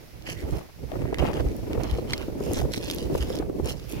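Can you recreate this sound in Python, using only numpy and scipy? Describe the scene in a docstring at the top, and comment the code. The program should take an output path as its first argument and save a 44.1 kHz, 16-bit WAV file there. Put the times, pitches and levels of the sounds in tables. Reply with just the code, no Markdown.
"""Slow, uneven footsteps on a pebble beach, close to a hand-held camera in gusty wind.
Each shift of weight grinds many small stones together, a sliding boot rasps on grit, and now and
then a larger pebble clacks; the stones sit a little right of centre. Wind flutters, spits and thumps
on each of the two microphone ports separately, over a faint hiss."""
import sys
import numpy as np
from scipy import signal
from scipy.fft import rfft, irfft
from scipy.io import wavfile
from scipy.ndimage import map_coordinates

SR = 44100
rng = np.random.default_rng(int(sys.argv[2]) if len(sys.argv) > 2 else 0)


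def generate_wav(signal):
    """Clip the signal to [-1, 1] and save it as 16-bit WAV at the path in sys.argv[1]."""
    frames = np.transpose(np.atleast_2d(signal))
    scaled = np.clip(frames, -1, 1) * 32767
    pcm = np.round(scaled).astype(np.int16)
    wavfile.write(sys.argv[1], SR, pcm)


N = 176400
T = np.arange(N) / SR

# The tone of the gravel at the microphone. Each row: frequency in Hz, relative level in dB.
GRAVEL_SPECTRUM = [(300, -25), (900, -4.5), (1500, -4), (2200, -2), (3000, 4.5), (3700, -3.5), (5200, -1.5),
                   (6500, -3.5), (8300, -10.5), (11000, -5), (13000, -9), (16000, -18.5)]
GRAVEL_PAN_DB = -3  # left minus right
PORT_LAG_S, SCATTER_S = .00019, .00007  # the right port hears a stone later, give or take the scatter
CRACK_T60_S, TOP_HZ = .005, 15900


def undb(db):
    """Decibels to gain."""
    return 10 ** (np.asarray(db) / 20)


def unit(x):
    """Scale to an rms of 1."""
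    return x / np.sqrt(np.mean(x ** 2) + 1e-20)


def curve(rows, column=1):
    """One column of a table joined by straight lines in time."""
    rows = np.array(rows)
    return np.interp(T, rows[:, 0], rows[:, column])


def colour(x, points, tilt_db=0):
    """Minimum-phase filter through (Hz, dB) points, with an extra slope per octave."""
    n = x.shape[-1]
    octave = np.log2(np.maximum(np.arange(n // 2 + 1) * SR / n, 1))
    hz, db = np.array(points).T
    gain = undb(np.interp(octave, np.log2(hz), db + tilt_db * np.log2(hz / hz[0])))
    cepstrum = irfft(np.log(gain), n)
    cepstrum[1:n // 2] *= 2
    cepstrum[n // 2 + 1:] = 0
    return irfft(rfft(x) * np.exp(rfft(cepstrum)), n)


def noise(points, shape=N):
    """Coloured noise of rms 1."""
    return unit(colour(rng.standard_normal(shape), points))


def drift(rate):
    """Smooth random drift of rms 1, through `rate` values a second."""
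    values = rng.standard_normal(N // 10)
    return unit(map_coordinates(values, [T * rate], order=2, mode="mirror"))


def add(out, start, sound):
    """Mix a stereo sound in at a time in seconds."""
    i = max(int(start * SR), 0)
    part = sound[:, :max(N - i, 0)]
    out[:, i:i + part.shape[1]] += part


def sides(pan_db):
    """Left and right gains, the left higher by pan_db."""
    return undb(np.array([[pan_db], [-pan_db]]) / 2)


def fade(t, t60):
    """Exponential decay from time zero on."""
    return (t >= 0) * undb(-60 * np.maximum(t, 0) / t60)


def wind():
    """Eddies make each microphone port flutter and spit on its own, with a patchy rumble below."""
    # Wind strength right at the microphone. Each row: time in seconds, level in dB.
    gust_levels = [(0, -53.5), (.1, -57.5), (.29, -46.5), (.39, -43), (.47, -38.5), (.58, -39),
                   (.63, -50.5), (.73, -63.5), (.84, -39), (.89, -50.5), (.95, -34.5), (1.16, -39),
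                   (1.23, -28.5), (1.32, -36.5), (1.41, -31), (1.5, -36.5), (1.66, -39), (1.79, -31.5),
                   (1.88, -41), (1.97, -34), (2.2, -39), (2.34, -40), (2.49, -33.5), (2.66, -31.5),
                   (2.73, -40), (3.0, -36.5), (3.13, -32), (3.24, -39.5), (3.38, -32), (3.46, -39),
                   (3.66, -34), (3.76, -45), (3.87, -48), (4, -38.5)]
    # The wind's brighter spitting. Each row: time in seconds, left and right level in dB.
    spit_levels = [(0, -58, -61), (.45, -52.5, -48), (.58, -41, -44), (.68, -56, -57), (.89, -53, -65),
                   (.94, -45, -63), (1.14, -43.5, -75), (1.22, -26, -34), (1.32, -36, -51),
                   (1.40, -34, -32.5), (1.52, -60, -57.5), (1.68, -46.5, -50), (1.79, -40, -37),
                   (2.35, -55, -55), (2.62, -38, -37.5), (2.73, -60, -56), (3.14, -50, -49),
                   (3.42, -47, -41.5), (3.52, -69, -64), (3.66, -33, -46.5), (3.82, -61.5, -60.5),
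                   (4, -46, -45)]
    # Three tones of air in a port. Each row: frequency in Hz, relative level in dB.
    flutter_spectrum = [(60, -10), (150, -5.5), (230, -1), (320, 2), (430, -1), (560, -5.5), (750, -18),
                        (1000, -24.5), (1500, -49), (3000, -44.5)]
    spit_spectrum = [(200, -22.5), (500, 5), (750, 7), (1100, -1.5), (1600, -9), (2500, -9.5),
                     (6000, -38.5)]
    rumble_spectrum = [(25, -20.5), (45, -4), (62, -1), (85, -8.5), (125, -6), (190, -14.5), (300, -44),
                       (800, -62)]
    # The left port, then the right. Each row: flutter gain, rumble gain, rumble patchiness, all in dB.
    ports = [(3.1, -7, 5), (3.5, 6, 4)]
    usual_gust_db, eddy_depth_db = -31, 4.5
    spit_growth, rumble_growth = 2.2, .83  # dB per dB of eddy and of gust
    gust_db, out = curve(gust_levels) - usual_gust_db, []
    for side, (flutter_db, rumble_db, patchy_db) in enumerate(ports):
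        eddy_db = eddy_depth_db * np.tanh(drift(rate=85))
        flutter = noise(flutter_spectrum) * unit(undb(eddy_db)) * undb(gust_db + flutter_db)
        spit = noise(spit_spectrum) * unit(undb(spit_growth * eddy_db))
        spit *= undb(curve(spit_levels, column=side + 1))
        rumble = noise(rumble_spectrum) * unit(undb(patchy_db * np.tanh(2 * drift(rate=16))))
        rumble *= undb(rumble_growth * gust_db + rumble_db)
        out.append((flutter + rumble) * undb(usual_gust_db) + spit)
    return np.array(out)


def hiss():
    """Faint background hiss that wavers slightly, a little stronger on the right."""
    # The tone of the hiss. Each row: frequency in Hz, relative level in dB.
    spectrum = [(100, 24), (700, -5), (1200, 6), (2200, 8.5), (3200, 4), (5500, 5), (8300, -6),
                (10000, -1.5), (12000, 1), (16000, -2.5)]
    # Its slow rise and fall. Each row: time in seconds, level in dB.
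    levels = [(0, -54), (.6, -49), (.85, -53), (1.6, -50.5), (2.35, -48.5), (3.3, -47.5), (3.5, -56),
              (4, -47.5)]
    waver = undb(1.34 * drift(rate=7.21))
    return waver * undb(curve(levels)) * np.array([noise(spectrum), noise(spectrum)]) * sides(pan_db=-2)


def clacks():
    """Underfoot, a larger pebble cracks against another, rings briefly and rattles its neighbours."""
    # Pebble strikes. Each row: start in seconds, peak in dB before panning, pitch in Hz.
    strikes = [(0.223, -31.5, 2980), (0.918, -30.5, 1900), (1.018, -33, 1980), (1.144, -19, 1970),
               (1.185, -19.5, 2690), (1.196, -34, 2780), (1.267, -25.5, 2400), (1.287, -34, 2500),
               (1.3155, -32, 4980), (1.333, -24, 1870), (1.340, -25, 3280), (1.403, -40, 3000),
               (1.566, -30.5, 10300), (1.732, -22.5, 2480), (1.835, -22.5, 4250), (1.912, -26, 3270),
               (2.107, -22, 2870), (2.126, -26, 3350), (2.179, -21, 4530), (2.2154, -25.5, 1980),
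               (2.224, -30, 3050), (2.534, -17, 6940), (2.594, -29, 3020), (2.7374, -14.5, 3780),
               (2.743, -17, 2090), (2.769, -31, 4500), (2.777, -24.5, 4280), (2.846, -25, 6500),
               (2.9, -10.5, 3260), (2.912, -13.5, 4720), (2.947, -21.5, 11100), (2.985, -18.5, 3720),
               (3.388, -25, 3930), (3.658, -23, 5900), (3.707, -20, 2940), (3.728, -33, 5500)]
    # A pebble's modes. Each row: multiple of its pitch, level in dB, t60 in seconds at a 2000 Hz pitch.
    modes = [(1, 0, 0.015), (1.13, -4.5, 0.02), (1.45, -2, 0.0091), (1.81, -13.5, 0.015), (2.1, -24, 0.033),
             (2.8, -27, 0.0041)]
    rattle_db, rattle_t60_s = -21, .05
    out, t = np.zeros((2, N)), T[:4096]
    age = t - np.array([[0], [PORT_LAG_S]])
    for start, db, hz in strikes:
        detunes = 1 + .04 * rng.standard_normal(len(modes))
        stretch = (2000 / hz) ** .5  # lower pebbles ring longer
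        ring = sum(undb(mode_db) * np.sin(2 * np.pi * hz * ratio * detune * age) * fade(age, t60 * stretch)
                   for (ratio, mode_db, t60), detune in zip(modes, detunes) if hz * ratio < TOP_HZ)
        tilt_db = 6.3 * np.log2(hz / 3200)
        grit = unit(colour(rng.standard_normal(age.shape), GRAVEL_SPECTRUM, tilt_db))
        hit = ring + grit * (fade(age, CRACK_T60_S) + undb(rattle_db) * fade(age, rattle_t60_s))
        add(out, start, hit / np.abs(hit).max() * undb(db))
    return out * sides(GRAVEL_PAN_DB)


def grinding():
    """A stream of tiny stone contacts: each rings for a few cycles and reaches the left port first."""
    grains_per_s, spread_db, t60_cycles = 1800, 4.5, 7.8
    out, t = np.zeros((2, N)), T[:256]
    grains = rng.random((N // 8, 6))[:int(grains_per_s * N / SR)]
    for when, pitch, size, place, side, phase in grains:
        hz = 700 * (16000 / 700) ** (pitch ** .7)
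        age = t - np.array([[0], [PORT_LAG_S + SCATTER_S * (2 * place - 1)]])
        ring = np.sin(2 * np.pi * (hz * age + phase)) * fade(age, t60_cycles / hz)
        strength = undb(-spread_db * np.log(.015 + size)) * hz ** .75
        add(out, when * N / SR, ring * strength * sides(6 * (2 * side - 1)))
    return unit(out)


def ticking():
    """Dry, sharp ticks as stones slip past one another: many faint, a few strong."""
    ticks_per_s, spread_db = 240, 4.5
    out, t = np.zeros((2, N)), T[:256]
    for _ in range(int(ticks_per_s * N / SR)):
        when, size, place = rng.random(3)
        strength = undb(-spread_db * np.log(.03 + size))
        left = rng.standard_normal(len(t)) * fade(t, t60=.0038) * strength
        right = np.roll(left, int((PORT_LAG_S + SCATTER_S * (2 * place - 1)) * SR))
        add(out, when * N / SR, np.array([left, right]))
    return unit(out)


def crunches():
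    """Each press of a boot swells, grinds stones and sand, then settles; the boot reflects the sound."""
    # Presses into the gravel. Each row: start in seconds, seconds until it settles, level in dB,
    # brightness in dB per octave, pitch of the rubbed stones in Hz.
    presses = [(.247, 0.077, -38.5, -4, 1780), (.275, 0.05, -41.5, 1.5, 5800),
               (.355, 0.073, -51.5, 2, 2060), (.46, .13, -52, 2.5, 2100), (.929, 0.25, -50, -10, 1800),
               (1.183, 0.013, -33, -6, 3000), (1.21, 0.078, -43.5, -4.5, 2560),
               (1.325, 0.075, -44.5, -2.5, 2020), (1.42, 0.094, -54.5, -2.5, 2200),
               (1.78, 0.21, -47, -4, 4160), (2.07, 0.072, -40.5, -5, 2900), (2.153, 0.079, -45, -8.5, 3230),
               (2.37, 0.25, -47.5, 4.5, 6030), (2.526, 0.061, -37.5, -2, 6700),
               (2.703, 0.074, -39, 1, 4300), (2.79, 0.16, -40.5, -1, 3900), (2.94, 0.1, -45, 0, 4470),
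               (3.127, 0.053, -43.5, 2.5, 3050), (3.195, 0.035, -38.5, -2, 3130), (3.26, .11, -44, 0, 4200),
               (3.63, 0.093, -42, 0, 4600), (3.68, 0.019, -35.5, 1.5, 2970),
               (3.741, 0.099, -53, -1.5, 5130), (3.88, 0.056, -44, 6.5, 2690)]
    tick_db, sand_db, resonance_db = 1.5, -9, -2
    swell_share, settle_s = .34, .017
    usual_echo_s, echo_gain = .000789, .57
    stream = grinding() + undb(tick_db) * ticking() + undb(sand_db) * rng.standard_normal((2, N))
    out, t = np.zeros((2, N)), T[:16384]
    for k, (start, length, db, tilt_db, hz) in enumerate(presses):
        contacts = np.roll(stream, -k * (N // len(presses)), axis=1)[:, :len(t)]
        stones = colour(contacts, GRAVEL_SPECTRUM, tilt_db)
        stones += undb(resonance_db) * signal.lfilter(*signal.iirpeak(hz, Q=3.5, fs=SR), stones)
        echo_samples = int(usual_echo_s * (.5 + rng.random()) * SR)
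        stones += echo_gain * np.roll(stones, echo_samples, axis=1)
        swell = np.minimum(t / (swell_share * length), 1)
        weight = swell * np.exp(-np.maximum(t - length, 0) / settle_s)
        add(out, start, unit(stones * weight) * np.sqrt(np.mean(weight ** 2)) * undb(db))
    return out * sides(GRAVEL_PAN_DB)


def puffs(rows, rise_s, roughness):
    """Single blows of air on the microphone: a short, ragged swing of pressure, different at each port."""
    out, t = np.zeros((2, N)), T[:8192]
    envelope = t / rise_s * np.exp(1 - t / rise_s)
    for start, db, hz, pan_db in rows:
        swing = np.sin(2 * np.pi * (hz * t + rng.random((2, 1)) / 2))
        ragged = noise([(hz / 4, -8), (hz, 0), (hz * 2, -8), (hz * 8, -45), (hz * 20, -75)], swing.shape)
        pressure = (swing + roughness * ragged) / (1 + roughness)
        add(out, start, pressure * envelope * undb(db) * sides(pan_db))
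    return out


def buffets():
    """A sharp buffet starts with a dry pop in the port, then swings for a few cycles."""
    # Buffets on the microphone. Each row: start in seconds, level in dB, pitch in Hz,
    # left minus right in dB.
    blows = [(.288, -22.5, 310, -1), (.432, -24.5, 274, -5), (.917, -29.5, 618, 13), (.938, -32.5, 670, 12),
             (.955, -22.5, 560, 3), (1.053, -22, 402, 10), (1.127, -16.5, 433, -1),
             (1.222, -18.5, 536, -11), (1.356, -24, 410, 3), (1.401, -27, 650, 15), (1.728, -19.5, 270, -1),
             (1.775, -21, 453, 15), (1.985, -20.5, 460, 1), (2.282, -17, 286, -1), (2.353, -20, 233, 5),
             (2.405, -20.5, 420, 5), (2.465, -20.5, 438, -2), (2.512, -19.5, 346, -7.5),
             (2.615, -25, 713, 9), (2.65, -24, 475, 13), (2.775, -17, 258, -1), (3.099, -18, 317, 5),
             (3.15, -13.5, 457, 5.5), (3.302, -19, 447, 1), (3.399, -15, 306, -1), (3.422, -27.5, 734, 7),
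             (3.497, -20, 336, -9), (3.597, -20, 372, 3), (3.658, -27, 500, -2), (3.933, -24, 318, -7)]
    pop_gain = .24
    pops, t = np.zeros((2, N)), T[:2048]
    for start, db, hz, pan_db in blows:
        burst = rng.standard_normal((2, len(t))) * fade(t, t60=.0036)
        pop = colour(burst, [(hz / 2, -10), (hz, 0), (hz * 3, -15), (hz * 10, -42)])
        add(pops, start, pop_gain * pop / np.abs(pop).max() * undb(db) * sides(pan_db))
    return pops + puffs(blows, rise_s=.0025, roughness=.55)


def rasps():
    """A sliding boot rubs fine grit, which sings in one broad resonance."""
    # Slides of a boot. Each row: start in seconds, length in seconds, level in dB, pitch in Hz.
    slides = [(0.351, 0.091, -48.5, 2000), (1.269, .028, -52, 2620), (2.413, 0.14, -50, 2720),
              (3.882, 0.17, -51, 2570)]
    out, t = np.zeros((2, N)), T[:8192]
    for start, length, db, hz in slides:
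        grit = rng.standard_normal((2, len(t)))
        rub = signal.lfilter(*signal.iirpeak(hz, Q=6.5, fs=SR), grit)
        stroke = np.sin(np.pi * np.minimum(t / length, 1)) ** .5
        add(out, start, unit(rub) * stroke * undb(db))
    return out * sides(GRAVEL_PAN_DB)


def thumps():
    """Large eddies land right on the microphone ports as deep thumps."""
    # The eddies. Each row: start in seconds, level in dB, pitch in Hz, left minus right in dB.
    eddies = [(.435, -21.5, 63, -7.5), (.52, -18.5, 60.6, -5), (1.205, -24.5, 68.4, -24),
              (1.395, -25, 64.4, -26), (1.455, -14, 52, -1), (1.92, -17, 56.3, 9), (2.495, -22, 72, -2),
              (3.122, -22.5, 140, -3), (3.198, -18, 59, 1)]
    return puffs(eddies, rise_s=.0099, roughness=.4)


def knock():
    """One big pebble is knocked hard and rings; little bass sounds beneath its ring."""
    # Its modes. Each row: frequency in Hz, relative level in dB, t60 in seconds.
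    modes = [(2115, -7, 0.03), (2265, 1, 0.011), (3300, -13, 0.029), (3900, -12, 0.038), (4390, -3, 0.025),
             (5600, -11, 0.035), (7300, -20, 0.016)]
    start_s, level_db, lag_s, low_cut_hz = 2.1342, -9, .0001, 1500
    out, age = np.zeros((2, N)), T[:4096] - np.array([[0], [lag_s]])
    ring = sum(undb(db) * np.sin(2 * np.pi * hz * age) * fade(age, t60) for hz, db, t60 in modes)
    crack = .5 * noise(GRAVEL_SPECTRUM, age.shape) * fade(age, CRACK_T60_S)
    hit = signal.lfilter(*signal.butter(2, low_cut_hz, "highpass", fs=SR), ring + crack)
    add(out, start_s, hit / np.abs(hit).max() * undb(level_db))
    return out * sides(GRAVEL_PAN_DB)


def scene():
    """Boots on the beach below the camera, wind on its microphone, hiss behind."""
    steps = crunches() + rasps() + clacks() + knock()
    air = wind() + buffets() + thumps()
    return steps + air + hiss()


def record(dry):
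    """The camera cuts the top of the treble."""
    return signal.sosfilt(signal.ellip(10, .2, 70, TOP_HZ, fs=SR, output="sos"), dry)


dry = scene()
out = record(dry)
generate_wav(out)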